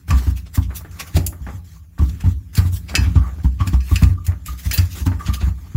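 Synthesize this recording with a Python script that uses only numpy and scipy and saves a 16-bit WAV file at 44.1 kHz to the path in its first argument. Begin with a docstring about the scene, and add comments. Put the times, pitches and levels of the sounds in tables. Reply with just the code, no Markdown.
"""A plastic filter cartridge is worked through a cable tie on a row of housings in a wooden cabinet.
A faint indoor rumble and the rub of hands and a knitted sleeve are there from the start. At once the
first shove bumps the housings and sets the panel behind them booming; the plastic taps, scrapes, clicks
and hoots as it slips. Just after one second the cartridge drops onto a lid with a hollow knock. More
shoves follow, and between about four and five seconds the plastic squeaks under a tight grip."""
import sys
import numpy as np
from scipy import signal
from scipy.fft import rfft, irfft
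from scipy.io import wavfile
from scipy.ndimage import map_coordinates

SR = 44100
rng = np.random.default_rng(int(sys.argv[2]) if len(sys.argv) > 2 else 0)


def dump(signal):
    """Clip the signal to [-1, 1] and save it as 16-bit WAV at the path in sys.argv[1]."""
    limited = np.clip(np.atleast_2d(signal).T, -1, 1)
    pcm = np.round(limited * 32767).astype(np.int16)
    wavfile.write(sys.argv[1], SR, pcm)


N = 254016
TIME = np.arange(N) / SR
BLOW = TIME[:SR // 2]   # the time that one blow lasts

# Levels in all tables are relative. A ring_s is the time a tone takes to fade by 60 dB.
# Shoves on the housings: start_s, knock_db, panel_low_tone_db, panel_high_tone_db
SHOVES = [(0.08, -38, -30, -27.5), (0.101, -13, -28, -17.5), (0.127, -14, -16, -26),
          (0.269, -18.5, -19.5, -16.5), (0.573, -13.5, -21.5, -14), (0.67, -46, -38, -28),
          (1.143, -25.5, -24, -15), (1.168, -15.5, -24, -22.5), (1.267, -31, -35, -37),
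          (1.403, -35, -32, -46), (1.468, -36, -49, -41), (1.535, -32, -60, -28.5),
          (1.991, -16.5, -19.5, -29), (2.016, -17, -17.5, -17), (2.237, -19.5, -21.5, -27),
          (2.259, -17.5, -20.5, -11.5), (2.578, -18, -28, -9), (2.646, -22, -52, -20),
          (2.723, -29.5, -34.5, -25), (2.976, -15, -20.5, -19.5), (3.007, -25, -27, -18.5),
          (3.064, -18.5, -19.5, -21), (3.155, -13.5, -17, -12), (3.444, -17, -15.5, -31),
          (3.602, -18, -38, -16), (3.667, -22, -44, -19), (3.731, -12, -16, -20.5),
          (3.913, -17, -17, -14.5), (4.022, -10, -14.5, -12.5), (4.093, -33, -18.5, -12),
          (4.275, -38, -26.5, -16), (4.479, -35.5, -30.5, -49), (4.656, -26, -23.5, -24),
          (4.781, -23.5, -27, -10.5), (5.01, -30, -27, -40), (5.063, -10.5, -31, -11.5),
          (5.281, -17, -23, -21.5), (5.426, -26, -19.5, -23), (5.471, -23, -41, -27),
          (5.746, -25, -34, -16.5)]
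# Tone colour of the cartridge wall: frequency_hz, level_db
WALL_COLOUR = [(250, 11), (500, 0), (850, 2.5), (1060, 0.5), (1170, 6.5), (1290, 2.5), (1700, 2.5),
               (2250, -4), (2900, -15.5), (6000, -29), (16000, -35.5)]


def from_db(db):
    """Turn decibels into a gain to multiply by."""
    return 10 ** (np.asarray(db) / 20)


def rms_one(x):
    """Scale a signal to an average strength (rms) of 1."""
    return x / np.sqrt(np.mean(x ** 2) + 1e-20)


def unit_energy(x):
    """Scale a response so that noise keeps its level when passed through it."""
    return x / np.sqrt(np.sum(x ** 2) + 1e-20)


def at_hz(points, hz):
    """Read between a table's rows, giving each octave equal room."""
    row_hz, value = np.transpose(points)
    return np.interp(np.log(np.maximum(hz, 1)), np.log(row_hz), value)


def add(out, start_s, sound):
    """Mix a sound in at the given time."""
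    start = int(np.clip(round(start_s * SR), 0, N - 1))
    out[start:start + len(sound)] += sound[:N - start]


def through(x, response):
    """Pass a sound through a response: the way a thing answers one tiny tap."""
    return signal.fftconvolve(x, response)[:len(x)]


def colour(spectrum, size=8192):
    """Build a response with the given tone colour."""
    log_gain = np.log(from_db(at_hz(spectrum, np.fft.rfftfreq(size, 1 / SR))))
    cepstrum = irfft(log_gain)
    cepstrum[1:size // 2] *= 2   # folded forward, so nothing sounds before the tap
    cepstrum[size // 2 + 1:] = 0
    return unit_energy(irfft(np.exp(rfft(cepstrum))))


def ring(hz, ring_s):
    """One fading tone of a struck object."""
    return np.sin(2 * np.pi * hz * BLOW) * from_db(-60 * BLOW / ring_s)


def contact(decay_s):
    """A touch chatters for a moment as it settles."""
    return rng.standard_normal(len(BLOW)) * np.exp(-BLOW / decay_s)


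def drift(per_s):
    """A random wander, about 1 in size, that turns per_s times a second."""
    points = rng.standard_normal(4096)
    return rms_one(np.interp(TIME * per_s, np.arange(len(points)), points))


def shifting(x, depth_db, width_hz, per_s):
    """As the touching point travels, narrow bands of the sound swell and sink."""
    hz, times, frames = signal.stft(x, SR, nperseg=512)
    points = rng.standard_normal((256, 512))
    grid = np.meshgrid(hz / width_hz, times * per_s, indexing="ij")
    patches = map_coordinates(points, grid, order=1, mode="mirror")
    gain = from_db(depth_db * np.tanh(rms_one(patches)))
    return signal.istft(frames * gain, SR, nperseg=512)[1][:N]


def friction(per_s, spread_db, hiss):
    """Rubbing is many tiny slips on a smooth hiss, always changing colour."""
    sizes = from_db(spread_db * np.minimum(rng.exponential(1, N), 3)) * rng.choice([-1, 1], N)
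    slips = rms_one(sizes * (rng.random(N) < per_s / SR))
    noise = slips + hiss * rng.standard_normal(N)
    return rms_one(shifting(noise, depth_db=5.5, width_hz=330, per_s=32))


def room_rumble(level_db):
    """The room hums along as a steady low rumble with a thin hiss on top."""
    # Tone colour of the room's noise: frequency_hz, level_db
    room_colour = [(20, -31), (65, 30), (130, -27), (300, -33), (700, -54), (2000, -13), (7000, -59),
                   (9000, 0.5), (16000, 4.5)]
    return from_db(level_db) * through(rng.standard_normal(N), colour(room_colour))


def fidget(level_db):
    """A gain that follows the small movements of the resting grip."""
    # How restless the hands are: time_s, level_db
    restlessness = [(0, -1), (0.07, -8), (0.2, -6), (0.9, 1), (1.55, -3.5), (1.93, -8.5), (2.1, 9),
                    (2.45, -3.5), (3.1, 7), (3.75, -2), (4.4, -3), (4.7, 1.5), (5.3, 5), (5.76, -1.5)]
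    return from_db(level_db + np.interp(TIME, *np.transpose(restlessness)))


def shudder(grip_db, shove_db, decay_s):
    """The mounting trembles under the hands, and harder for a moment after each shove."""
    # Tone colour of the trembling: frequency_hz, level_db
    shudder_colour = [(20, -36), (40, -12), (62, 4), (90, 6.5), (125, -14.5), (175, -5.5), (220, -24.5),
                      (260, -19), (420, -36.5), (800, -55.5), (3000, -88)]
    shaken = np.zeros(N)
    for start_s, _, low_db, high_db in SHOVES:
        panel_swing = np.hypot(from_db(low_db), from_db(high_db))
        add(shaken, start_s, from_db(shove_db) * panel_swing * np.exp(-BLOW / decay_s))
    strength = np.hypot(shaken, fidget(grip_db))
    return through(strength * rng.standard_normal(N), colour(shudder_colour))


def rubbing(wool_db, finger_db, uneven_db, rise_s, fall_s):
    """With each stroke wool swishes and fingers drag on the wall with an uneven grip."""
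    # Strokes of sleeve and hand along the cartridge: start_s, length_s, swish_db, drag_db
    strokes = [(0.088, 0.22, -40.5, -38), (0.689, 0.13, -51.5, -42), (0.914, 0.34, -47, -43),
               (1.412, 0.17, -50, -50.5), (1.639, .14, -51, -56), (2, 0.086, -44, -57),
               (2.234, 0.087, -44.5, -43.5), (2.527, 0.15, -42.5, -42), (2.895, 0.15, -42.5, -32.5),
               (3.206, 0.083, -49, -35), (3.279, 0.12, -57, -44), (3.428, 0.036, -44, -43),
               (3.594, .1, -48, -37.5), (3.883, 0.23, -49.5, -40), (4.259, 0.037, -47, -34.5),
               (4.481, .055, -40.5, -41.5), (4.69, 0.17, -40, -40.5), (4.948, 0.06, -34, -37.5),
               (5.188, 0.12, -43.5, -38), (5.426, 0.063, -42.5, -37), (5.57, 0.22, -52, -48.5)]
    # Tone colour of the knitted sleeve: frequency_hz, level_db
    wool_colour = [(500, -20.5), (2000, -2), (3500, -4.5), (5500, -4.5), (7300, -1), (8400, -11),
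                   (11000, -6.5), (15500, -6.5)]
    swish, drag = fidget(-56), fidget(-57.5)
    for start_s, length_s, swish_db, drag_db in strokes:
        t = TIME - start_s
        speed = np.clip(t / rise_s, 0, 1) * np.exp(-np.maximum(t - length_s, 0) / fall_s)
        swish = np.maximum(swish, from_db(swish_db) * speed)
        drag = np.maximum(drag, from_db(drag_db) * speed)
    grip_db = uneven_db * drift(per_s=90)
    wool = through(friction(per_s=5600, spread_db=3.5, hiss=1), colour(wool_colour))
    fingers = through(friction(per_s=2400, spread_db=8, hiss=1), colour(WALL_COLOUR))
    return from_db(wool_db + grip_db / 2) * swish * wool + from_db(finger_db + grip_db) * drag * fingers


def panel_booms(low_db, high_db, swell_s):
    """The wooden panel takes a moment to swing up; its two tones throb together as they fade."""
    # The panel's two deep tones: pitch_hz, ring_s
    panel_tones = [(63, 0.39), (91, 0.24)]
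    out = np.zeros(N)
    swell = 1 - np.exp(-(BLOW / swell_s) ** 2)
    for start_s, _, shove_low_db, shove_high_db in SHOVES:
        low = from_db(shove_low_db + low_db) * ring(*panel_tones[0])
        high = from_db(shove_high_db + high_db) * ring(*panel_tones[1])
        add(out, start_s, swell * (low - high))
    return out


def housing_knocks(knock_db, clack_db, vary_db, swell_s, clack_s):
    """Each shove rings the housings with a new mix of their tones, and their joints clack."""
    # Tones of the housings on their bracket: pitch_hz, level_db, ring_s
    tones = [(122.3, 1.5, 0.13), (150, 7.5, 0.084), (157, 0.5, 0.14), (183.7, -0.5, 0.16),
             (210, -10.5, 0.33), (259.5, -4.5, 0.24), (289.2, -2.5, 0.09), (308.5, -13.5, 0.26),
             (359.5, -46.5, 0.05)]
    # Tone colour of the joints: frequency_hz, level_db
    clack_colour = [(100, -11), (280, 14.5), (450, -0.5), (650, 6.5), (900, 17.5), (1400, 7.5),
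                    (2500, -3.5), (6000, -13.5), (16000, -25.5)]
    knocks, clacks = np.zeros(N), np.zeros(N)
    swell = 1 - np.exp(-BLOW / swell_s)
    for start_s, shove_db, _, _ in SHOVES:
        gains = from_db(vary_db * rng.standard_normal(len(tones))) * rng.choice([-1, 1], len(tones))
        rings = sum(gain * from_db(db) * ring(hz, ring_s) for gain, (hz, db, ring_s) in zip(gains, tones))
        add(knocks, start_s, from_db(shove_db + knock_db) * swell * rings)
        add(clacks, start_s, from_db(shove_db + clack_db) * swell * contact(clack_s))
    return knocks + through(clacks, colour(clack_colour))


def taps(level_db, decay_s):
    """Soft touches on the cartridge wall stir little treble, so they sound dull."""
    # Touches on the wall: start_s, level_db
    touches = [(0.08, -37), (0.105, -22.5), (0.705, -33.5), (0.848, -35), (1.325, -38), (1.466, -30.5),
               (1.487, -32), (1.98, -38.5), (2.585, -25), (2.941, -24.5), (3.159, -31.5), (4.017, -29),
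               (4.319, -33.5), (5.065, -29.5), (5.117, -28.5), (5.203, -36.5), (5.411, -30.5)]
    out = np.zeros(N)
    for start_s, db in touches:
        add(out, start_s, from_db(db + level_db) * contact(decay_s))
    return through(out, colour(WALL_COLOUR))


def brighten(x, db, split_hz=6000):
    """A harder contact carries more high treble."""
    top = signal.sosfilt(signal.butter(2, split_hz, "high", fs=SR, output="sos"), x)
    rest = signal.sosfilt(signal.butter(2, split_hz, fs=SR, output="sos"), x)
    return rest - from_db(db) * top


def scrapes(level_db, rise_share, rise_curve):
    """Friction sets in quickly and dies more slowly with each short slide."""
    # Slides of plastic on plastic: peak_s, level_db, length_s, brightness_db
    slides = [(0.093, -34, .026, -2), (0.185, -33, 0.032, -3.5), (0.376, -38.5, 0.032, 1),
              (0.47, -38.5, 0.023, -40), (0.557, -30.5, 0.029, 5.5), (0.634, -38, 0.029, -13),
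              (0.767, -40, 0.03, 16.5), (1.006, -21, 0.023, -10.5), (1.078, -39, 0.021, 0),
              (1.166, -24, 0.035, -5.5), (1.992, -37.5, 0.013, -8), (2.097, -38, 0.011, -6),
              (2.211, -30.5, 0.018, -14), (2.579, -19.5, 0.023, -3), (2.67, -43.5, 0.034, 4),
              (2.742, -50, 0.038, 18.5), (2.768, -42, 0.023, 8.5), (2.898, -29.5, 0.026, -15),
              (3.05, -33.5, 0.069, -22), (3.165, -32, 0.032, -43), (3.614, -31, 0.035, -32),
              (3.678, -33.5, .022, 2), (3.741, -34.5, 0.039, -8), (3.94, -37.5, 0.18, 2.5),
              (4.027, -31, 0.013, -1.5), (4.255, -47, .02, 9.5), (4.476, -35.5, 0.031, 4),
              (4.598, -39.5, 0.043, 2.5), (4.664, -31.5, 0.048, -2), (4.742, -24, 0.024, 9),
              (4.789, -25.5, 0.033, -5), (4.932, -39, 0.064, 3.5), (5.065, -36.5, 0.021, 5),
              (5.276, -26.5, 0.032, -24), (5.346, -28.5, .025, 1), (5.417, -32, 0.035, -36)]
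    # Tone colour of sliding plastic: frequency_hz, level_db
    slide_colour = [(200, -1), (600, -2), (1500, 1.5), (2600, 4), (3700, 0.5), (5000, -1), (7200, -1.5),
                    (8300, -5), (11000, -3.5), (16000, 1.5)]
    out = np.zeros(N)
    slips = friction(per_s=2500, spread_db=0, hiss=0.93)
    for peak_s, db, length_s, brightness_db in slides:
        near = np.abs(TIME - peak_s) < .2
        progress = (TIME[near] - peak_s) / length_s
        rising = np.abs(progress / rise_share) ** rise_curve
        falling = progress / (1 - rise_share)
        swell = np.exp(-np.where(progress < 0, rising, falling))
        out[near] += from_db(db + level_db) * brighten(slips[near] * swell, brightness_db)
    return through(out, colour(slide_colour))


def shell_ring():
    """The shell rings after one tap, roughened by the hand that grips it."""
    # Tones of the thin plastic shell: pitch_hz, level_db, ring_s
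    tones = [(1620, -6, .2), (1666, 0, .25), (1736, -4, .2), (1844, -2, .24), (2407, -2, .18),
             (2587, 2, .2), (2715, -4, .17), (3056, -4, .18), (4275, -1, .19), (4945, 1, .2),
             (5004, -1, .2), (5225, -4, .2), (5784, -4, .18), (6014, -3, .18)]
    out = np.zeros(len(BLOW))
    for k, (hz, db, ring_s) in enumerate(tones):
        grip = 1 + .7 * drift(per_s=150)[:len(BLOW)]
        out += (-1) ** k * from_db(db) * ring(hz, ring_s) * grip
    return unit_energy(out)


def clicks(level_db, rise_s, decay_s, ring_db, echo_db, echo_s):
    """Tie and cartridge edges snap past each other: a crack, near echoes, and the shell ringing on."""
    # Snaps of the tie: start_s, level_db, brightness_db, shell_db
    snaps = [(0.105, -26.5, -17, 2.5), (0.911, -51.5, -3, -35), (0.997, -31, -35, -17),
             (1.167, -26, -8, -23), (1.264, -49.5, 29.5, -13), (2.551, -36.5, 5, -13),
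             (2.952, -11, -27.5, -0.5), (3.673, -29, -36, -33), (3.805, -46.5, -20, 13),
             (3.957, -21.5, -15, -1), (4.032, -23.5, -33, -20), (4.265, -43.5, 12.5, -23),
             (4.46, -43, 8, -6), (4.711, -23.5, -9.5, 8), (4.776, -27, -6.5, 1), (5.065, -33.5, -12, -1),
             (5.262, -35, -32, -21), (5.336, -35.5, -5.5, -10)]
    # Tone colour of a crack: frequency_hz, level_db
    crack_colour = [(200, -16.5), (600, -44), (1300, 0), (1680, 8.5), (2100, 3), (2600, 12), (3800, -3),
                    (4300, 5), (5000, 4.5), (6000, -1), (7200, 10), (8300, -1), (10500, 4.5), (16000, 2.5)]
    cracks, blows = np.zeros(N), np.zeros(N)
    swell = 1 - np.exp(-BLOW / rise_s)
    for start_s, db, brightness_db, shell_db in snaps:
        crack = swell * (contact(decay_s) + from_db(echo_db) * contact(echo_s))
        add(cracks, start_s, from_db(db + level_db) * brighten(crack, brightness_db))
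        add(blows, start_s, from_db([db + shell_db + ring_db]))
    return through(cracks, colour(crack_colour)) + through(blows, shell_ring())


def slip_tones(slips, level_db, rise_s, fall_s, waver, noise_db):
    """A slip briefly makes the plastic sing: part unsteady tone, part noise near that pitch."""
    out = np.zeros(N)
    wobble = 1 + waver * drift(per_s=800)
    roughness = 1 + from_db(noise_db) * (drift(per_s=260) + 1j * drift(per_s=160))
    for peak_s, db, hz in slips:
        near = np.abs(TIME - peak_s) < .15
        t = TIME[near] - peak_s
        swell = np.exp(-np.maximum(-t / rise_s, t / fall_s))
        tone = np.exp(2j * np.pi * np.cumsum(hz * wobble[near]) / SR)
        out[near] += from_db(db + level_db) * swell * np.real(roughness[near] * tone)
    return out


def hoots(level_db):
    """The hollow cartridge sings as it slips."""
    # Slips of the cartridge: peak_s, level_db, pitch_hz
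    slips = [(0.114, -32.5, 1166), (0.58, -54, 1127), (1.005, -44.5, 1118), (1.765, -60, 1110),
             (2.001, -44, 1140), (2.62, -46, 1170), (3.174, -39, 1139), (3.251, -41.5, 1160),
             (3.615, -32, 1150), (3.746, -47, 1167), (3.919, -39.5, 1165), (4.043, -42, 1200),
             (4.184, -50.5, 1186), (4.489, -42.5, 1210), (5.07, -39, 882), (5.208, -36.5, 1178),
             (5.302, -37.5, 1194), (5.38, -45.5, 1203), (5.444, -48, 1190)]
    return slip_tones(slips, level_db, rise_s=0.006, fall_s=0.01, waver=0.022, noise_db=-6)


def lid_knock(level_db):
    """The cartridge drops onto a hollow housing lid, which rings briefly."""
    # Drops onto the lid: start_s, level_db
    drops = [(1.166, -23.5), (1.18, -47)]
    # Tones of the lid: pitch_hz, level_db, ring_s
    tones = [(156, 3, 0.14), (315.3, -5.5, 0.28), (384, -1.5, 0.11), (493, -12, 0.097), (617, 3, 0.054),
             (632, 1.5, 0.029), (687, 5, 0.028), (828, -10.5, 0.105)]
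    blows = np.zeros(N)
    for start_s, db in drops:
        add(blows, start_s, from_db([db + level_db]))
    rings = sum((-1) ** k * from_db(db) * ring(hz, ring_s) for k, (hz, db, ring_s) in enumerate(tones))
    return through(blows, rings)


def squeaks(level_db):
    """Plastic squeaks as it slips under a tight grip."""
    # Short, high slips: peak_s, level_db, pitch_hz
    slips = [(3.961, -22, 2558), (4.714, -28, 2628), (4.784, -20, 4700)]
    return slip_tones(slips, level_db, rise_s=0.0017, fall_s=0.0054, waver=0.038, noise_db=-11.5)


def cabinet(x, tail_db):
    """The wooden walls add a short echoing tail that dies faster in the treble."""
    # How long the cabinet rings: frequency_hz, ring_s
    ring_times = [(150, 0.62), (600, 0.51), (1400, 0.29), (3500, 0.12), (9000, 0.2), (16000, 0.27)]
    fade_in = np.clip(BLOW / .004 - 1, 0, 1)   # the first echoes arrive after 4 ms
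    edges_hz = np.geomspace(250, 16000, 9)
    tail = np.zeros(len(BLOW))
    for low, high in zip(edges_hz, edges_hz[1:]):
        band_filter = signal.butter(2, [low, high], "band", fs=SR, output="sos")
        band = signal.sosfilt(band_filter, rng.standard_normal(len(BLOW)))
        tail += band * from_db(-60 * BLOW / at_hz(ring_times, np.sqrt(low * high)))
    return x + from_db(tail_db) * through(x, unit_energy(fade_in * tail))


def scene():
    """Mix the plastic noises in the cabinet with the shoves, the hands and the room's rumble."""
    plastic = clicks(level_db=7, rise_s=0.00062, decay_s=0.0084, ring_db=19, echo_db=-6, echo_s=0.0076)
    plastic += scrapes(level_db=-0.5, rise_share=0.45, rise_curve=1.62)
    plastic += taps(level_db=0, decay_s=0.019)
    plastic += hoots(level_db=11.5) + lid_knock(level_db=3) + squeaks(level_db=4.5)
    shoves = panel_booms(low_db=12.5, high_db=9.5, swell_s=0.0076)
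    shoves += housing_knocks(knock_db=-6, clack_db=-17, vary_db=3, swell_s=0.0018, clack_s=0.019)
    hands = rubbing(wool_db=-3, finger_db=-4.5, uneven_db=1, rise_s=0.0083, fall_s=0.026)
    hands += shudder(grip_db=-34.5, shove_db=-6.5, decay_s=0.065)
    room = room_rumble(level_db=-65.5)
    return (cabinet(plastic, tail_db=-14) + shoves + hands + room)[None]


def record(dry):
    """The small microphone loses the deepest bass; peaks are rounded and the highest treble is cut."""
    thin = signal.sosfilt(signal.butter(2, 32, "high", fs=SR, output="sos"), dry)
    rounded = 1.2 * np.tanh(thin / 1.2)
    return signal.sosfilt(signal.ellip(10, .1, 90, 15650, fs=SR, output="sos"), rounded)


dry = scene()
out = record(dry)
dump(out)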